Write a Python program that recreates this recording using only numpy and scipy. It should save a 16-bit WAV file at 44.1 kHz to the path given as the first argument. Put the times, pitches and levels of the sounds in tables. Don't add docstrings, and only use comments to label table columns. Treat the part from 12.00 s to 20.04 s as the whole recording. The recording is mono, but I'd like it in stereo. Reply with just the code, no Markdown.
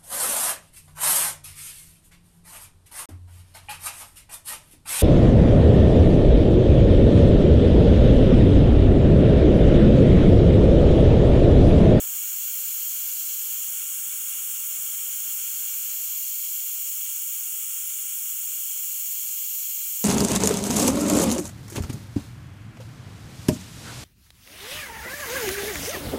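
import sys
import numpy as np
from scipy.fft import rfft, irfft
from scipy.io import wavfile
from scipy.ndimage import map_coordinates

SR = 44100
rng = np.random.default_rng(int(sys.argv[2]) if len(sys.argv) > 2 else 0)


def to_wav(sig):
    pcm = np.clip(np.atleast_2d(sig), -1, 1) * 32767
    pcm = np.round(pcm).astype(np.int16)
    wavfile.write(sys.argv[1], SR, pcm.T)


N = 354563


def airbrush(centre_lag_us=1.9, swing_lag_us=6.1, shade_db_per_us=0.0451, left_db=-1.01, right_db=-1.1):
    # centre in Hz, width in Hz, gain in dB.
    left_casing = [(1050, 180, -1.5), (1700, 1030, 4.4), (2740, 240, 1.3), (3380, 190, -1.4),
                   (4750, 450, -.9), (5630, 130, 2.1), (6160, 360, -2.9), (6580, 510, 3.9),
                   (8270, 190, 2.5), (8930, 590, -2.7), (9870, 270, -3.9), (11740, 670, 3.4),
                   (14000, 560, 1.5), (15160, 1470, -1.6)]
    right_casing = [(1230, 130, 2.2), (1470, 210, 2.5), (1770, 200, -3.8), (2280, 2470, 7.2),
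                    (2550, 310, -5.5), (2830, 210, 4.8), (3600, 350, -5.8), (4230, 180, 3.6),
                    (5800, 200, -2.6), (6310, 1400, -7), (7020, 420, 3), (7700, 550, -6), (10020, 340, 8.2),
                    (10470, 5000, 3.9), (11870, 270, 5.2), (13850, 230, 3.1), (15280, 1990, 2.4)]
    # delay in milliseconds, gain in dB.
    left_echoes = [(1.048, -28.0), (2.018, -18.2), (2.1, -22.0), (2.227, -29.7), (2.429, -27.6),
                   (2.608, -27.2)]
    right_echoes = [(0.879, -25.6), (1.009, -23.7), (1.328, -24.9), (1.552, -22.9), (1.642, -23.0),
                    (2.222, -20.0)]
    # centre in Hz, width in Hz, change in dB per unit of position.
    left_bands = [(1400, 1100, -1.4), (4450, 1300, 1.2)]
    right_bands = [(1400, 1200, -1.5), (4300, 900, 1.7), (6400, 760, .8), (11050, 400, 1.3),
                   (12200, 700, .6), (15100, 600, .7)]
    position = hand_sweep()
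    lag_us = centre_lag_us + swing_lag_us * position
    left, right = hiss_at_ports(lag_us)
    left = shape(left, port_colour(left_casing, left_echoes)) * undb(left_db)
    shade_db = shade_db_per_us * lag_us
    right = shape(right, port_colour(right_casing, right_echoes)) * undb(right_db + shade_db)
    return np.array([swells(left, left_bands, position), swells(right, right_bands, position)])


def jet(body_hz=5750, waver_db=1.1, waver_hz=25):
    # frequency in Hz, base level in dB per Hz.
    spectrum = [(300, -125), (600, -110), (930, -104), (1100, -89.5), (1400, -90), (1800, -91),
                (2500, -78.5), (3500, -74), (5000, -76), (7200, -65), (10800, -73), (12000, -67),
                (15700, -64)]
    body_share = 1 / (1 + (bins() / body_hz) ** 6)
    fine = shape(noise(), np.sqrt(1 - body_share))
    body = shape(noise(), np.sqrt(body_share)) * undb(body_level_db() + waver_db * wander(waver_hz))
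    return shape(fine + body, undb(curve(spectrum)))


def body_level_db(running_db=0.23, rise_db=2.5, rise_s=0.099, sag_db=1.0, sag_s=0.54):
    sag = sag_db * (1 - np.exp(-since_motor_stop() / sag_s))
    still_to_rise = rise_db * np.exp(-times() / rise_s)
    return running_db - sag - still_to_rise


def hand_sweep():
    # time in seconds, position (below 0 is left, above 0 is right).
    path = [(0, -0.71), (.6, 1), (1.35, 1.54), (1.95, -2), (2.7, -1), (3.6, 0.2), (4.0, 1.1), (4.45, 1.06),
            (5.8, -1.8), (7.55, 1.55), (8.04, .7)]
    return np.interp(times(), *np.transpose(path))


def hiss_at_ports(lag_us):
    # frequency in Hz, phase in radians (below 0, the left port lags).
    casing_phase = [(0, 0), (700, -.7), (930, -2.6), (1050, -1.65), (1250, -1.85), (1510, -1.15),
                    (1770, -2.7), (2100, -3), (2350, -1.8), (2670, -2.9), (2930, -1.7), (3080, -2.6),
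                    (3280, -1.7), (3680, -3.1), (4000, -3.4), (4350, -3.25), (4500, -3.6), (4740, -3.3),
                    (4930, -3.4), (5100, -3.3), (5510, -4.35), (6030, -4.4), (6550, -6.55), (7320, -6.25),
                    (8480, -8.4), (8870, -7.65), (9720, -8.9), (9950, -8.05), (10300, -7.9), (11500, -9.4),
                    (11710, -8.95), (12100, -9.8), (12280, -9.3), (12490, -10.5), (12750, -9.7),
                    (13520, -11.85), (13650, -11.15), (14560, -12.6), (15720, -12.4)]
    # frequency in Hz, share from 0 to 1.
    unlike_share = [(500, .1), (950, 0.02), (1400, 0.3), (1800, 0.07), (2000, 0.22), (2280, 0.68),
                    (2420, 0.41), (3050, 0.24), (3200, 0.5), (3520, 0.39), (3700, 0.03), (3950, 0),
                    (4220, 0.3), (4350, 0.01), (4600, 0.49), (4760, 0), (5100, 0), (5280, 0.52), (5900, .3),
                    (6290, 0.43), (6800, 0.13), (8600, 0.3), (10600, 0.27), (11900, 0.11), (12900, 0.06),
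                    (13500, .25), (13900, 0.1), (15700, 0.2)]
    right = jet()
    left = delay(right, lag_us / 1e6)
    phase = np.interp(bins(), *np.transpose(casing_phase))
    left = shape(left, np.exp(1j * phase))
    unlike = curve(unlike_share)
    shared = shape(np.array([left, right]), np.sqrt(1 - unlike))
    separate = shape(np.array([jet(), jet()]), np.sqrt(unlike))
    return shared + separate


def port_colour(casing, echoes):
    casing_db = sum(db * bell(hz, width) for hz, width, db in casing)
    ripple = 1 + sum(undb(db) * np.exp(-2j * np.pi * bins() * ms / 1000) for ms, db in echoes)
    return undb(casing_db) * ripple


def swells(hiss, bands, position):
    return hiss + sum(shape(hiss, bell(hz, width)) * (undb(db * position) - 1) for hz, width, db in bands)


def compressor(running_db=0.04, surge_db=5, surge_s=0.22, fade_db_per_s=27, waver_db=0.5, waver_hz=8):
    # frequency in Hz, base level in dB per Hz.
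    spectrum = [(20, -117), (40, -104), (70, -96), (130, -90.5), (170, -92), (205, -90), (265, -95),
                (350, -96), (480, -93), (760, -95.5), (930, -96), (1500, -86.5), (2300, -96.5),
                (4000, -105)]
    surge = surge_db * np.exp(-times() / surge_s)
    level_db = running_db + surge - fade_db_per_s * since_motor_stop()
    return far_noise(spectrum, likeness=0.43) * undb(level_db + waver_db * wander(waver_hz))


def since_motor_stop(stop_s=3.94):
    return np.maximum(times() - stop_s, 0)


def studio():
    # frequency in Hz, level in dB per Hz.
    spectrum = [(15, -112), (40, -107.5), (70, -99.5), (130, -99.5), (170, -101), (235, -99.5), (350, -112),
                (470, -103), (650, -106.5), (1500, -110), (8000, -120)]
    return far_noise(spectrum, likeness=0.6)


def far_noise(spectrum, likeness, apart_hz=1300):
    alike = likeness / (1 + (bins() / apart_hz) ** 4)
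    shared = shape(noise(), np.sqrt(alike))
    separate = shape(np.array([noise(), noise()]), np.sqrt(1 - alike))
    return shape(shared + separate, undb(curve(spectrum)))


def noise():
    return rng.standard_normal(N) * np.sqrt(SR / 2)


def wander(rate_hz):
    slow = shape(noise(), 1 / (1 + (bins() / rate_hz) ** 2))
    return slow / np.std(slow)


def delay(sound, seconds):
    fine = irfft(rfft(sound), 4 * N) * 4
    read_at = 4 * (np.arange(N) - seconds * SR)
    return map_coordinates(fine, [read_at], order=3, mode="nearest")


def shape(sound, gains):
    return irfft(rfft(sound) * gains, N)


def curve(points):
    hz, value = np.transpose(points)
    return np.interp(np.log(bins() + 1), np.log(hz), value)


def bell(hz, width):
    return np.exp(-(2 * (bins() - hz) / width) ** 2)


def undb(db):
    return 10 ** (np.asarray(db) / 20)


def bins():
    return np.arange(N // 2 + 1) * SR / N


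def times():
    return np.arange(N) / SR


def scene():
    return airbrush() + compressor() + studio()


def record(dry, top_hz=15760):
    steep_rise = np.minimum(bins() / top_hz, 1.02) ** 700
    return shape(dry, 1 / np.hypot(1, steep_rise))


dry = scene()
out = record(dry)
to_wav(out)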